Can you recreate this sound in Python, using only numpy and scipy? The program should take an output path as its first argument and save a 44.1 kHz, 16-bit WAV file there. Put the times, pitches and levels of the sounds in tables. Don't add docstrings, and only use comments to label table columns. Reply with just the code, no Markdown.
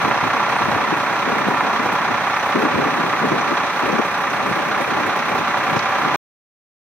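import sys
import numpy as np
from scipy import signal
from scipy.fft import rfft, irfft, next_fast_len
from scipy.io import wavfile
from scipy.ndimage import map_coordinates

SR = 44100
rng = np.random.default_rng(int(sys.argv[2]) if len(sys.argv) > 2 else 0)


def output_pcm(signal):
    pcm = np.clip(np.atleast_2d(signal).T, -1, 1) * 32767
    wavfile.write(sys.argv[1], SR, np.round(pcm).astype(np.int16))


N = 301423

CYLINDER_DB = [-.2, 0, .4, 0, -.4, .3]
# (time [s], knock [dB], clatter [dB])
ENGINE_LEVELS = [(0, -18.5, -33), (1.1, -19.5, -34), (3.85, -19.5, -34), (4.1, -20.5, -35.5),
                 (4.9, -19.5, -34.5), (6.1, -19, -33)]
# (delay [s], level [dB])
PISTON_STRIKES = [(.0075, -1), (.0135, 0), (.02, -3)]
# (time [s], level over an ordinary strike [dB])
HARD_KNOCKS = [(.113, 11.5), (.334, 7), (.565, 10.5), (1.419, 8.5), (1.609, 12), (1.763, 8), (1.799, 8),
               (2.371, 10.5), (4.848, 5), (5.545, 5)]
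# (frequency [Hz], share [0-1])
REPEATING_SHARE = [(100, .3), (300, .35), (550, .7), (850, .8), (1200, .68), (1700, .48), (2500, .22),
                   (5000, .08)]
# (frequency [Hz], relative level [dB])
BLOCK_SPECTRUM = [(300, -46), (520, -11.5), (640, -7), (730, -3), (1150, -0.5), (1480, -5.5), (1750, -5.5),
                  (2100, -7.5), (2600, -11.5), (3000, -22.5), (4000, -49), (6000, -58)]
VALVE_SPECTRUM = [(1500, -35.5), (2600, -0.5), (3300, 3.5), (4100, 2), (4500, -3), (5100, -7.5),
                  (5600, -4.5), (6300, -6.5), (7200, -20.5), (9000, -22), (12000, -31), (16000, -35)]
EXHAUST_SPECTRUM = [(25, -34), (50, -28), (80, -14), (120, -5), (170, -.5), (260, 0), (340, -3), (450, -1),
                    (570, 1), (700, -8), (1000, -30)]
BUFFET_SPECTRUM = [(20, -39), (45, -38), (70, -27), (100, -18), (150, -1), (250, 5), (400, 1.5),
                   (600, -2.5), (1000, -27), (2500, -56)]
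RUMBLE_SPECTRUM = [(20, -19.5), (45, -21), (70, -4.5), (100, 0), (140, 8.5), (250, -37.5)]
HISS_SPECTRUM = [(2000, -8), (6000, 8.5), (9000, -1.5), (12000, -1), (15500, -8.5)]
# (pitch [times the firing rate], level [dB])
EXHAUST_TONES = [(2, -66.5), (3, -55), (4, -51), (6, -54), (12, -49), (18, -49)]
# (pitch [Hz], width [Hz], boost [dB])
PANEL_RINGS = [(447, 22, 3), (510, 25, -2), (566, 20, 4), (642, 40, -3.5), (706, 25, 3), (778, 28, 6),
               (828, 14, 3), (855, 20, 5), (907, 24, -4.5), (953, 20, 5), (1003, 32, 4.5), (1038, 22, 2.5),
               (1118, 20, 2), (1174, 36, 4.5), (1262, 28, -3), (1296, 25, 2), (1366, 22, 5.5),
               (1448, 16, 2), (1602, 20, 2.5), (1640, 30, 3), (1762, 30, 2), (2130, 40, -2.5),
               (2390, 40, 3.5), (2800, 50, 2), (3230, 90, 2.5), (5940, 90, 5)]
# (pitch [Hz], width [Hz])
LOOSE_PANELS = [(778, 35), (953, 30), (1005, 50), (1118, 30), (1180, 55), (1366, 35)]
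# (time [s], then one boost for each of the six panels [dB])
LOOSE_PANEL_BOOSTS = [(0, -1, .8, -2, 1.5, -1.3, 2), (.6, -1, 1.3, -1.7, 2, -1.3, 1.5),
                      (1.3, -1, 1.3, -1, .7, -2.5, 1), (1.8, .3, .2, .3, -.5, -.5, 2.2),
                      (2.8, .5, -2, -1, -1, 1, -2), (3.7, .5, -2, .6, -1, 1.5, -2),
                      (4.3, -.5, -2.5, .7, -2, 1, -3), (5.2, -.3, -2.5, .7, -1.5, -1.5, -2.5),
                      (6, .5, -1.3, 1.5, -1.5, 0, -2)]
# (frequency [Hz], likeness [0-1])
ENGINE_LIKENESS = [(60, .93), (130, .92), (290, .9), (640, .96), (1250, .95), (2300, 0.62), (3100, 0.45),
                   (6000, 0.3), (9000, 0.35), (15000, .2)]
# (frequency [Hz], left minus right [dB])
ENGINE_BALANCE = [(60, -1.5), (110, -2), (200, -3.5), (380, 1.5), (700, -0.5), (1290, -2), (2380, -3.5),
                  (4400, 1), (8120, 2.0), (15000, 3.0)]
# (frequency [Hz], phase lead [radians])
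ENGINE_LEAD = [(0, 2.5), (260, -0.16), (950, 0.0), (2410, 0.07), (3010, 2), (3960, 2.0), (5170, 4),
               (6890, 3.5), (8960, 1), (9300, 3), (10500, 4), (12400, 5), (13400, 3.5), (15600, 4)]
# (time [s], level [dB])
BREEZE_LEVELS = [(0, -31.5), (2.1, -30), (2.45, -39.5), (2.8, -29), (4.15, -39), (4.4, -30), (5.6, -32),
                 (5.9, -35), (6.15, -28)]
# (start [s], hold [s], buffet [dB], rumble [dB], left minus right [dB])
GUSTS = [(0.028, 0.079, -24, -36.5, 0), (0.22, 0.085, -32, -35.5, 4), (0.588, 0.19, -28, -34, 8),
         (1.24, 0.099, -26, -56, 3.5), (1.459, 0.066, -29, -60.5, 5), (1.71, 0.15, -31, -52, 4),
         (2.07, 0.068, -29, -42, 4.5), (2.538, 0.13, -19, -46, 2.5), (2.722, 0.13, -21, -37, 1),
         (2.925, 0.12, -27.5, -55.5, 1.5), (3.202, 0.17, -23, -47, 2), (3.46, 0.069, -25.5, -46, 4),
         (3.816, 0.14, -24, -42, 7), (4.46, 0.091, -30, -42, 7), (4.855, 0.17, -28.5, -62, 1.5),
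         (5.27, .14, -34, -40.5, -3.5), (5.672, 0.098, -27, -42.5, 3), (6.018, 0.096, -29.5, -49, 8)]
# (start [s], level [dB], left minus right [dB], low edge [Hz], high edge [Hz])
WIND_SLAPS = [(0.682, -17, 10.5, 110, 480), (0.919, -18.5, 7, 160, 450), (1.27, -22, 6, 220, 520),
              (2.565, -20, 9, 151, 450), (2.62, -20.5, 5.5, 170, 500), (2.652, -22, 0.5, 159, 418),
              (2.745, -23, 4, 90, 260), (2.79, -22, 8, 280.5, 600), (3.308, -20.5, -0.5, 130, 290),
              (3.986, -12.5, 8, 234, 580), (4.505, -23.5, 5, 100, 220), (4.798, -22, 5.5, 240, 620),
              (5.043, -24, 2, 273, 460), (5.72, -25, 5, 90, 200), (5.758, -17.5, 7, 120, 400)]
# (frequency [Hz], likeness [0-1])
WIND_LIKENESS = [(50, .85), (160, .92), (400, .88), (700, .6)]
# (frequency [Hz], phase lead [radians])
WIND_LEAD = [(40, .1), (90, .45), (160, .9), (260, 1.2), (400, 1.35), (700, 1.3)]
# (start [s], level [dB], pitch [Hz], width [Hz], time to fade by 60 dB [s])
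METAL_TICKS = [(.1765, -36.5, 5520, 600, .05), (.49, -36.5, 5550, 600, .05), (2.338, -37, 5550, 600, .06),
               (2.395, -34, 5900, 450, .06), (3.32, -38, 5890, 400, .06), (3.41, -36, 6000, 600, .07),
               (3.918, -36, 5940, 450, .08), (3.983, -35.5, 5800, 550, .07), (4.3, -36.5, 5970, 450, .07),
               (4.818, -46.5, 10320, 200, .14), (4.812, -45, 10500, 4400, .12),
               (5.19, -35.5, 5500, 1500, .06), (5.764, -37, 5600, 2000, .19),
               (5.792, -19.5, 4750, 2400, .011), (5.796, -37, 5900, 600, .07),
               (5.826, -35, 5200, 1700, .08)]
# (time [s], boost [dB])
WHISTLE_SWELLS = [(.62, 12), (4.52, 9)]

FIRING_HZ = 31.502
TIME = np.arange(N) / SR


def engine():
    firings = crank()
    knock_gain, clatter_gain = amp(curves(ENGINE_LEVELS))
    return knock_gain * knock(firings) + clatter_gain * valve_clatter(firings) + exhaust(firings)


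def crank(hunt=.0061, flutter=.00086):
    return .7 + FIRING_HZ * TIME + hunt * wobble(2.5) + flutter * wobble(14)


def knock(firings, strike_share=.08):
    bangs = pulses(firings, rise_s=.0062, decay_s=.02, floor=.39, scatter_db=.6)
    combustion = unit(rattle(firings) * bangs)
    strikes = unit(bending_waves(piston_strikes(firings)))
    force = np.sqrt(1 - strike_share) * combustion + np.sqrt(strike_share) * strikes
    return loose_panels(radiated(force, BLOCK_SPECTRUM))


def piston_strikes(firings, offset_s=.0012, jitter_s=.00007, scatter_db=2):
    number = np.arange(1, int(firings[-1]))
    delay, db = np.transpose(PISTON_STRIKES)
    offsets = offset_s * rng.standard_normal((len(CYLINDER_DB), len(delay)))
    jitter, scatter = rng.standard_normal((2, len(number), len(delay)))
    fired_s = np.interp(number, firings, TIME)
    strike_s = fired_s[:, None] + delay + offsets[number % len(CYLINDER_DB)] + jitter_s * jitter
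    hard_s, hard_db = np.transpose(HARD_KNOCKS)
    samples = np.round(np.append(strike_s, hard_s) * SR).astype(int)
    sizes = amp(np.append(db + scatter_db * scatter, hard_db))
    random_sizes = sizes * rng.standard_normal(len(sizes))
    return np.array([np.bincount(samples, weights, N)[:N] for weights in (sizes, random_sizes)])


def bending_waves(x, travel_s=.005, at_hz=1000):
    return filtered(x, lambda hz: np.exp(-2j * np.pi * travel_s * (2 * np.sqrt(at_hz * hz) - hz)))


def loose_panels(x):
    out = x
    for (pitch, width), db in zip(LOOSE_PANELS, curves(LOOSE_PANEL_BOOSTS)):
        ring = filtered(x, lambda hz: 1j * hz * width / (pitch ** 2 - hz ** 2 + 1j * hz * width))
        out = out + (amp(db) - 1) * ring
    return out


def valve_clatter(firings):
    turn_db = .8 * np.cos(2 * np.pi * (firings - 2.4) / 3)
    taps = amp(turn_db) * pulses(firings, rise_s=.005, decay_s=.02, floor=.48, scatter_db=1.1)
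    return radiated(rattle(firings) * taps, VALVE_SPECTRUM)


def exhaust(firings):
    puffs = pulses(firings, rise_s=.008, decay_s=.028, floor=.32, scatter_db=4)
    chugging = amp(-33.5) * radiated(rattle(firings) * puffs, EXHAUST_SPECTRUM)
    drone = sum(amp(db) * tone(multiple * firings + rng.random()) for multiple, db in EXHAUST_TONES)
    return chugging + drone


def pulses(firings, rise_s, decay_s, floor, scatter_db):
    index = firings.astype(int)
    count = index.max() + 2
    size = amp(np.resize(CYLINDER_DB, count) + scatter_db * rng.standard_normal(count))
    age = firings % 1 / FIRING_HZ
    shape = lambda t: (1 - np.exp(-(t / rise_s) ** 2)) * np.exp(-t / decay_s)
    latest = size[index] * shape(age)
    previous = size[index - 1] * shape(age + 1 / FIRING_HZ)
    return unit(np.sqrt(latest ** 2 + previous ** 2 + floor ** 2))


def rattle(firings, reshape_rad_per_s=.35, drift_rad=.18):
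    per_firing = int(SR / FIRING_HZ)
    patterns = rng.standard_normal((2, 2, per_firing * len(CYLINDER_DB)))
    looped = lambda pattern: map_coordinates(pattern, [firings * per_firing], mode="grid-wrap")
    first, second = [np.array([looped(a), looped(b)]) for a, b in patterns]
    blend = reshape_rad_per_s * TIME + drift_rad * wobble(2.02)
    repeating = np.cos(blend) * first + np.sin(blend) * second
    share = lambda hz: along(REPEATING_SHARE, hz)
    fresh = filtered(noise_pair(), lambda hz: np.sqrt(1 - share(hz)))
    return filtered(repeating, lambda hz: np.sqrt(share(hz))) + fresh


def radiated(pair, spectrum):
    def response(hz):
        boost_db = sum(db / (1 + (2 * (hz - pitch) / width) ** 2) for pitch, width, db in PANEL_RINGS)
        ears = panned(along(ENGINE_BALANCE, hz)) * left_ahead(ENGINE_LEAD, hz)
        return ring_after_strike(amp(along(spectrum, hz) + boost_db)) * ears
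    return unit(filtered(spread(pair, ENGINE_LIKENESS), response))


def wind(sway_db=1.5, lump_db=2.1):
    breeze = amp(curves(BREEZE_LEVELS)[0] + sway_db * wobble(13))
    buffet_power = (panned(left_db=2.5)[:, None] * breeze) ** 2
    rumble_power = (amp(-19.5) * breeze) ** 2
    for start, hold, buffet_db, rumble_db, left_db in GUSTS:
        flow = gust(start, hold)
        buffet_power += (amp(buffet_db) * panned(left_db)[:, None] * flow) ** 2
        rumble_power += (amp(rumble_db) * flow) ** 2
    lumps = amp(lump_db * wobble(70))
    buffet = coloured(lumps * spread(noise_pair(), WIND_LIKENESS), BUFFET_SPECTRUM)
    rumble = coloured(spread(noise_pair(), WIND_LIKENESS), RUMBLE_SPECTRUM)
    return np.sqrt(buffet_power) * buffet + np.sqrt(rumble_power) * rumble


def gust(start, hold, rise_s=.017, decay_s=.027):
    age = TIME - start
    return np.clip(age / rise_s, 0, 1) * np.exp(-np.maximum(age - hold, 0) / decay_s)


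def wind_slaps(rise_s=.0048):
    puff = lambda age: age / rise_s * np.exp(1 - age / rise_s)
    return sum(amp(db) * panned(left_db)[:, None] * burst(start, puff, low_hz, high_hz, likeness=.88)
               for start, db, left_db, low_hz, high_hz in WIND_SLAPS)


def from_the_left(wind_pair):
    return filtered(wind_pair, lambda hz: left_ahead(WIND_LEAD, hz))


def metal_ticks():
    out = np.zeros((2, N))
    for start, db, hz, width, fade_s in METAL_TICKS:
        fade = lambda age: amp(-60 * age / fade_s)
        out += amp(db) * burst(start, fade, hz - width / 2, hz + width / 2, likeness=.3)
    return out


def air_hiss():
    return amp(-47) * radiated(noise_pair(), HISS_SPECTRUM)


def whistle(start_hz=8790, climb_hz_per_s=130, top_hz=9355, swell_s=.2, fade_at_s=5, fade_s=.2):
    hz = np.minimum(start_hz + climb_hz_per_s * TIME, top_hz)
    db = -69 + sum(boost * np.exp(-((TIME - s) / swell_s) ** 2) for s, boost in WHISTLE_SWELLS)
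    fade = np.clip((fade_at_s - TIME) / fade_s + 1, 0, 1)
    flutter_db = 4 * wobble(45) + 1.5 * wobble(6)
    flutter_hz = 30 * wobble(180)
    return amp(db + flutter_db) * fade * tone(np.cumsum(hz + flutter_hz) / SR)


def burst(start, shape, low_hz, high_hz, likeness):
    envelope = shape(np.arange(SR // 4) / SR)
    mid, side = rng.standard_normal((2, len(envelope)))
    pair = np.sqrt(1 + likeness) * mid + np.sqrt(1 - likeness) * np.array([side, -side])
    band = signal.butter(3, [low_hz, high_hz], "bandpass", fs=SR, output="sos")
    sound = signal.sosfilt(band, pair * envelope)
    sound *= np.linalg.norm(envelope) / np.linalg.norm(sound, axis=1, keepdims=True)
    return np.pad(sound, ((0, 0), (round(start * SR), N)))[:, :N]


def spread(pair, likeness):
    angle = lambda hz: np.arccos(along(likeness, hz)) / 2
    mid, side = filtered(pair, lambda hz: np.array([np.cos(angle(hz)), np.sin(angle(hz))]))
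    return np.array([mid + side, mid - side])


def panned(left_db):
    gains = amp([left_db / 2, -left_db / 2])
    return gains / np.sqrt(np.mean(gains ** 2, axis=0))


def left_ahead(lead, hz):
    return np.exp(.5j * np.outer([1, -1], along(lead, hz)))


def ring_after_strike(gain):
    cepstrum = irfft(np.log(gain))
    half = len(cepstrum) // 2
    return np.exp(rfft(np.r_[cepstrum[0], 2 * cepstrum[1:half]], len(cepstrum)))


def coloured(x, spectrum):
    return unit(filtered(x, lambda hz: amp(along(spectrum, hz))))


def filtered(x, response):
    size = 2 * next_fast_len((N + SR) // 2)
    return irfft(rfft(x, size) * response(np.fft.rfftfreq(size, 1 / SR)), size)[..., :N]


def along(points, hz):
    freqs, values = np.transpose(points)
    return np.interp(np.log(hz + 1), np.log(freqs + 1), values)


def curves(rows):
    times, *columns = np.transpose(rows)
    return [np.interp(TIME, times, column) for column in columns]


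def wobble(rate):
    return map_coordinates(rng.standard_normal(int(N * rate / SR) + 4), [TIME * rate])


def noise_pair():
    return rng.standard_normal((2, N))


def tone(cycles):
    return np.sqrt(2) * np.sin(2 * np.pi * cycles)


def unit(x):
    return x / np.sqrt(np.mean(x ** 2) + 1e-20)


def amp(db):
    return 10 ** (np.asarray(db) / 20)


def scene():
    return engine() + whistle() + air_hiss() + from_the_left(wind() + wind_slaps()) + metal_ticks()


def record(dry):
    end_s, top_hz = 6.161, 15850
    switched_on = np.clip((end_s - TIME) / .002, 0, 1)
    return filtered(dry * switched_on, lambda hz: np.clip((top_hz - hz) / 100, 0, 1))


dry = scene()
out = record(dry)
output_pcm(out)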